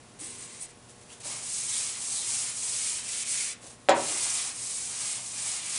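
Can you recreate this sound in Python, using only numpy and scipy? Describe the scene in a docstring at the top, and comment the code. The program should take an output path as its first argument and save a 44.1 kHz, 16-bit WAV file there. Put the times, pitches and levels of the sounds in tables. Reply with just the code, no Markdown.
"""A classroom, one microphone within earshot of a sleeve; ventilation and mains hum run throughout.
A felt eraser bumps and scrapes along the metal chalk tray, which rings thinly, and clothing rustles.
The eraser meets the chalkboard and rubs to and fro, each stroke swelling and fading with hand speed:
fibres hiss, chalk dust rasps, the panel murmurs. Now and then a narrow band of hiss glides in pitch.
Past halfway the eraser is lifted with another rustle and knocked back on, and the wiping goes on."""
import sys
import numpy as np
from scipy import signal
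from scipy.fft import rfft, irfft
from scipy.io import wavfile
from scipy.ndimage import uniform_filter1d, map_coordinates

SR = 44100
rng = np.random.default_rng(int(sys.argv[2]) if len(sys.argv) > 2 else 0)


def log_audio(samples):
    """Write samples as a 16-bit WAV file to the path given in sys.argv[1]."""
    # one column per channel
    frames = np.atleast_2d(samples).T
    # limit to full scale, then quantise
    limited = np.clip(frames, -1, 1)
    pcm = np.round(limited * 32767).astype(np.int16)
    wavfile.write(sys.argv[1], SR, pcm)


N = 255118
T = np.arange(N) / SR


def undb(db):
    """Decibels to gain."""
    return 10 ** (np.asarray(db) / 20)


def unit(x):
    """Scale to rms 1."""
    return x / np.sqrt(np.mean(x ** 2))


def decay(t60):
    """One second of an envelope that falls 60 dB in t60 seconds."""
    return np.exp(-np.log(1000) * T[:SR] / t60)


def along(points, hz):
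    """Read a table on a log-frequency axis."""
    f, value = np.transpose(points)
    return np.interp(np.log(hz + 1e-9), np.log(f), value)


def colour(x, points):
    """Give x a spectrum, at rms 1; the bass falls away under the first point."""
    hz = np.arange(len(x) // 2 + 1) * SR / len(x)
    gain = undb(along(points, hz)) * np.minimum(hz / points[0][0], 1) ** 2
    return unit(irfft(rfft(x) * gain, len(x)))


def resonate(x, rings):
    """Drive a few resonances with x; the result has rms 1."""
    hz = np.arange(N // 2 + 1) * SR / N
    response = sum(undb(db) / (1 + 2j * (hz - f) / width) for f, width, db in rings)
    return unit(irfft(rfft(x) * response, N))


def walk(rate_hz):
    """Smooth random wandering with a spread near 1."""
    hold = max(int(SR / rate_hz), 1)
    steps = np.repeat(rng.standard_normal(N // hold + 1), hold)
    return unit(uniform_filter1d(uniform_filter1d(steps, hold), hold)[:N])


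def slips(per_s, judder_db, spread_db=0):
    """Dense tiny stick-slip releases of uneven but bounded size, bunched by the judder of the hand."""
    hit = rng.random(N) < per_s / SR
    scatter = np.clip(rng.standard_normal(N), -2, 2)
    judder = np.clip(walk(90), -2, 2)
    return hit * rng.uniform(-0.98, 1, N) * undb(spread_db * scatter + judder_db * judder)


def speed(start, length, fastest=0.47, overlap_s=0):
    """One movement of the hand: speed rises from rest to 1 and falls back in a rounded arch."""
    peak = start + np.clip(fastest, .02, .98) * length
    return 1 - np.interp(T, [start - overlap_s, peak, start + length + overlap_s], [-1, 0, 1]) ** 2


def friction(moves, power, overlap_s=0, level_column=0):
    """Gain over a run of rubbing movements: each one's level times a power of its speed."""
    gains = (undb(levels[level_column]) * speed(start, length, fastest, overlap_s) ** power
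             for start, length, fastest, *levels in moves)
    return np.sqrt(sum(gain ** 2 for gain in gains))


def room(x, wet_db, gap_s=0.0055):
    """Direct sound reaches the microphone, then the classroom's diffuse tail, whose treble dies first."""
    # Reverberation. Each row: frequency in Hz, time to fall 60 dB in seconds.
    decay_times = [(100, 1), (300, 0.77), (700, 0.54), (2000, 0.35), (5000, 0.19), (10000, 0.074)]
    centres_hz, t60s = np.transpose(decay_times)
    spectrum, hz = rfft(rng.standard_normal(SR)), np.arange(SR // 2 + 1)
    tail = 0
    for share, t60 in zip(np.eye(len(t60s)), t60s):
        band = along(np.c_[centres_hz, share], hz)
        tail = tail + irfft(spectrum * band, SR) * decay(t60)
    tail = tail * (T[:SR] > gap_s)
    wet = signal.fftconvolve(x, tail / np.linalg.norm(tail))[:N]
    return x + undb(wet_db) * wet


def ventilation(level_db=-51.5):
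    """Moving air rumbles and hisses softly, its level wandering a little."""
    # Air spectrum. Each row: frequency in Hz, relative level in dB.
    air_colour = [(40, -11), (60, -10), (85, -7), (118, -2.5), (160, -6.5), (235, -6), (300, -9), (395, -8),
                  (450, -11.5), (700, -13), (1100, -15), (1650, -17), (5000, -21), (10400, -18.5)]
    return colour(rng.standard_normal(N), air_colour) * undb(level_db + .5 * walk(2.85))


def mains_hum(hum_hz=120):
    """The lights hum on multiples of twice the mains rate."""
    # Hum partials. Each row: multiple of hum_hz, rms level in dB.
    partials = [(1, -65.5), (2, -68), (3, -90), (4, -68), (5, -72), (6, -71), (7, -76), (8, -74.5),
                (9, -71), (11, -83.5)]
    hum = 0
    for multiple, db in partials:
        amplitude = np.sqrt(2) * undb(db + 0.5 * walk(2.3))
        hum = hum + amplitude * np.sin(2 * np.pi * (multiple * hum_hz * T + rng.random()))
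    return hum


def tray(scrape_db=1, coast_s=0.011):
    """The eraser scrapes along the chalk tray, which sings thinly when the edge bites."""
    # Shoves along the tray and off its lip. Each row: start and length in seconds,
    # fastest point as a share of the length, relative levels of scrape and ringing in dB.
    shoves = [(.199, 0.19, .08, -46, -42.5), (.385, 0.071, 0.56, -46, -44.5), (.47, .125, .7, -47.5, -54),
              (.605, 0.047, 0.52, -50, -37.5), (.692, 0.016, .4, -53.5, -58)]
    # Scrape spectrum. Each row: frequency in Hz, relative level in dB.
    scrape_colour = [(150, -11), (400, -5.5), (700, -14), (1070, -6.5), (1400, -12), (2100, -3.5),
                     (3500, -4.5), (5400, -3), (7000, 1.5), (9000, 4.5), (10400, -7)]
    # Resonances of the metal. Each row: frequency and width in Hz, relative level in dB.
    rings = [(6170, 180, -16), (7000, 140, -11), (7920, 100, -3.5), (8530, 88, 1.5), (9300, 140, -4),
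             (9910, 48, 0)]
    scrape = colour(slips(per_s=5000, judder_db=0.5), scrape_colour)
    scrape *= friction(shoves, power=.35, overlap_s=coast_s, level_column=0)
    singing = resonate(slips(per_s=7000, judder_db=1.4), rings)
    singing *= friction(shoves, power=0.68, overlap_s=coast_s, level_column=1)
    return room(undb(scrape_db) * scrape + singing, wet_db=-3.5)


def board_ring(clear_db=-29, crowded_db=-18.5, crowded_t60=0.39):
    """The board's answer to one tap: clear modes among many crowded ones."""
    # Clear modes. Each row: frequency in Hz, relative level in dB, time to fall 60 dB in seconds.
    # The last two are the quickly damped patch under the eraser.
    modes = [(120, -19, .6), (205, -13, .35), (243, -4, .55), (307, -3, .42), (414, -4, .35),
             (452, -2, .35), (525, 0, .3), (557, 3, .32), (571, 0, .3), (634, 2, .3), (650, 4, .33),
             (721, -3, .28), (753, 2, .32), (770, -2, .3), (850, 4, .3), (884, -3, .26), (919, -3, .26),
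             (945, -2, .28), (993, -1, .3), (1012, -1, .3), (1103, -4, .3), (1216, -8, .3),
             (1608, -12, .25), (560, 16, .07), (810, 13, .06)]
    # Spectrum of the crowded modes. Each row: frequency in Hz, relative level in dB.
    crowded_colour = [(110, -26), (175, -33), (225, -6), (310, 0), (450, -5), (600, 6), (850, 2),
                      (1100, -0.5), (1400, -17), (2500, -4), (5000, -33)]
    # neighbouring modes swing in opposite directions
    clear = sum((-1) ** k * undb(db) * np.sin(2 * np.pi * hz * T[:SR]) * decay(t60)
                for k, (hz, db, t60) in enumerate(modes))
    crowded = colour(rng.standard_normal(SR), crowded_colour) * decay(crowded_t60)
    return undb(clear_db) * clear + undb(crowded_db) * crowded


def knocks(slap_db=-8, slap_s=0.0022, click_db=17, click_low_hz=270, lowest_hz=85):
    """Each blow is a short push that clicks, rings the board and squeezes a slap out of the felt."""
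    # The eraser meeting tray and board. Each row: start in seconds, push in dB, contact time in ms,
    # offsets from the push for click and slap in dB.
    # The last two are the big knock: a corner lands first, then the flat face.
    blows = [(0.212, -22, 2.4, 2, -30), (0.268, -12, 5, 0, -40), (1.256, -37, 0.35, 7, 1),
             (1.297, -10, 5, -2, -40), (3.638, -35, 0.8, -12, -18), (3.8876, -9, 0.25, 6.5, -15),
             (3.8928, -1.5, 0.42, -11, -4)]
    # Spectrum of the felt slap. Each row: frequency in Hz, relative level in dB.
    slap_colour = [(300, 3), (1000, 4), (2500, -8.5), (4500, -3), (6700, 0), (8000, -4), (10400, -8)]
    force, jolt, squeeze = np.zeros((3, N))
    for start, push_db, contact_ms, edge_db, felt_db in blows:
        age = np.maximum(T - start, 0)
        push = np.sin(np.pi * np.minimum(age * 1e3 / contact_ms, 1))
        push = undb(push_db) * push / push.sum()
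        force += push
        jolt += undb(edge_db) * push
        squeeze += undb(push_db + felt_db) * (T > start) * np.exp(-age / slap_s)
    board = signal.fftconvolve(force, board_ring())[:N]
    # the small block radiates its click poorly in the bass
    bass_cut = signal.butter(3, click_low_hz, "high", fs=SR, output="sos")
    click = undb(click_db) * signal.sosfilt(bass_cut, jolt)
    slap = undb(slap_db) * squeeze * colour(rng.standard_normal(N), slap_colour)
    sound = room(board, wet_db=-22.0) + room(click + slap, wet_db=-2)
    # below lowest_hz the panel moves hardly any air
    return signal.sosfilt(signal.butter(2, lowest_hz, "high", fs=SR, output="sos"), sound)


def sleeve(level_db=-1.0):
    """Cloth brushes on cloth while the arm swings free, heard close and dry; one brief brush is the felt first
    touching the board."""
    # Arm swings, and at 1.199 s the felt's first light touch on the board. 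Each row: start and length in
    # seconds, # fastest point as a share of the length, relative level in dB.
    swings = [(.66, 0.9, 0.81, -52.5), (.885, .04, 0.31, -47), (1.005, .05, .3, -52),
              (1.075, 0.088, .7, -43), (1.199, 0.047, .1, -43.5), (3.6, .17, 0.39, -42.5)]
    # Rustle spectrum. Each row: frequency in Hz, relative level in dB.
    cloth_colour = [(500, 0), (1500, -5), (2800, -3), (5000, -1.5), (8000, 4.5), (10400, 2)]
    rustle = colour(slips(per_s=5500, judder_db=-1.0, spread_db=0.5), cloth_colour)
    return rustle * friction(swings, power=0.95) * undb(level_db)


def swishes(width_hz=700):
    """Now and then a narrow band of hiss glides up or down in pitch."""
    # Each row: start and length in seconds, first and last pitch in Hz, relative level in dB.
    glides = [(1.085, 0.064, 2610, 3500, -51), (1.697, 0.096, 4280, 3100, -42),
              (2.094, 0.16, 4810, 3430, -40), (3.281, .25, 2384, 2098, -47)]
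    lowpass = signal.butter(2, width_hz / 2, fs=SR, output="sos")
    flutter = unit(signal.sosfilt(lowpass, rng.standard_normal(N)))  # widens each tone into a band
    tones = 0
    for start, length, first_hz, last_hz, db in glides:
        hz = np.interp(T, [start, start + length], [first_hz, last_hz])
        tones = tones + undb(db) * speed(start, length) * np.sin(2 * np.pi * np.cumsum(hz) / SR)
    return room(flutter * tones, wet_db=-6.0)


def wiping(hiss_db=2.0, panel_db=-0.5, copy_db=-14):
    """Felt on slate: fine fibres hiss, chalk dust rasps, and the panel radiates the low part."""
    # Strokes, from one turn of the hand to the next. Each row: start and length in seconds,
    # fastest point as a share of the length, relative levels of hiss, rasp and panel in dB.
    strokes = [(1.255, 0.16, 0.19, -36, -45, -55), (1.43, 0.28, 0.55, -32, -46, -63),
               (1.70, 0.26, 0.12, -29.5, -42, -58), (1.965, 0.25, 0.88, -31, -47, -56.5),
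               (2.24, 0.27, 0.35, -28.5, -42, -56.5), (2.53, 0.23, 0.7, -31, -46.5, -60),
               (2.745, 0.26, 0.34, -29.5, -41.5, -64), (3.03, 0.19, 1, -31, -42, -74),
               (3.268, 0.25, 0.27, -29.5, -41, -68), (3.965, 0.54, .6, -28.5, -39.5, -52),
               (4.535, 0.39, .6, -32.3, -48, -60), (4.91, 0.29, 0.58, -32, -43.5, -55),
               (5.215, 0.14, 0.52, -36.5, -50.5, -62.5), (5.355, 0.23, 0.67, -31, -42, -54),
               (5.61, 0.39, 0.85, -29.5, -40.5, -56)]
    # Spectra of fibres, dust and panel. Each row: frequency in Hz, relative level in dB.
    hiss_colour = [(1500, -47), (3500, -15.5), (5000, -8), (6500, -3), (8500, 1.5), (10400, -3.5)]
    rasp_colour = [(400, -23.5), (1000, -11.5), (1500, -10), (2200, -1), (3200, -1.5), (4300, -2),
                   (5500, -3.5), (9000, -13.5)]
    panel_colour = [(120, -3), (250, -20), (450, -10.5), (750, -0.5), (1100, 2), (1500, -5.5),
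                    (2500, -21.5)]
    turn_s = .024  # the hand turns in a loop, so each stroke runs this far into its neighbours
    hiss = colour(slips(per_s=15000, judder_db=0.75), hiss_colour)
    hiss *= friction(strokes, power=0.57, overlap_s=turn_s, level_column=0)
    rasp = colour(slips(per_s=7000, judder_db=1.08), rasp_colour)
    rasp *= friction(strokes, power=0.32, overlap_s=turn_s, level_column=1)
    panel = colour(slips(per_s=3000, judder_db=1.5), panel_colour)
    panel *= friction(strokes, power=0.28, overlap_s=turn_s, level_column=2)
    felt = undb(hiss_db) * hiss + rasp
    # a faint copy with a wandering delay sweeps shallow notches through the hiss
    lag_s = .003 + 0.000402 * walk(2.7)
    delayed = map_coordinates(felt, [(T - lag_s) * SR], order=3)
    return room(felt + undb(copy_db) * delayed + undb(panel_db) * panel, wet_db=-7.0)


def scene():
    """Everything as it reaches one microphone."""
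    return (ventilation() + mains_hum() + tray() + knocks() + sleeve() + swishes() + wiping())[None]


def record(dry):
    """The recorder cuts the top steeply."""
    top_hz = 10500
    return signal.sosfilt(signal.ellip(12, .1, 80, top_hz, fs=SR, output="sos"), dry)


dry = scene()
out = record(dry)
log_audio(out)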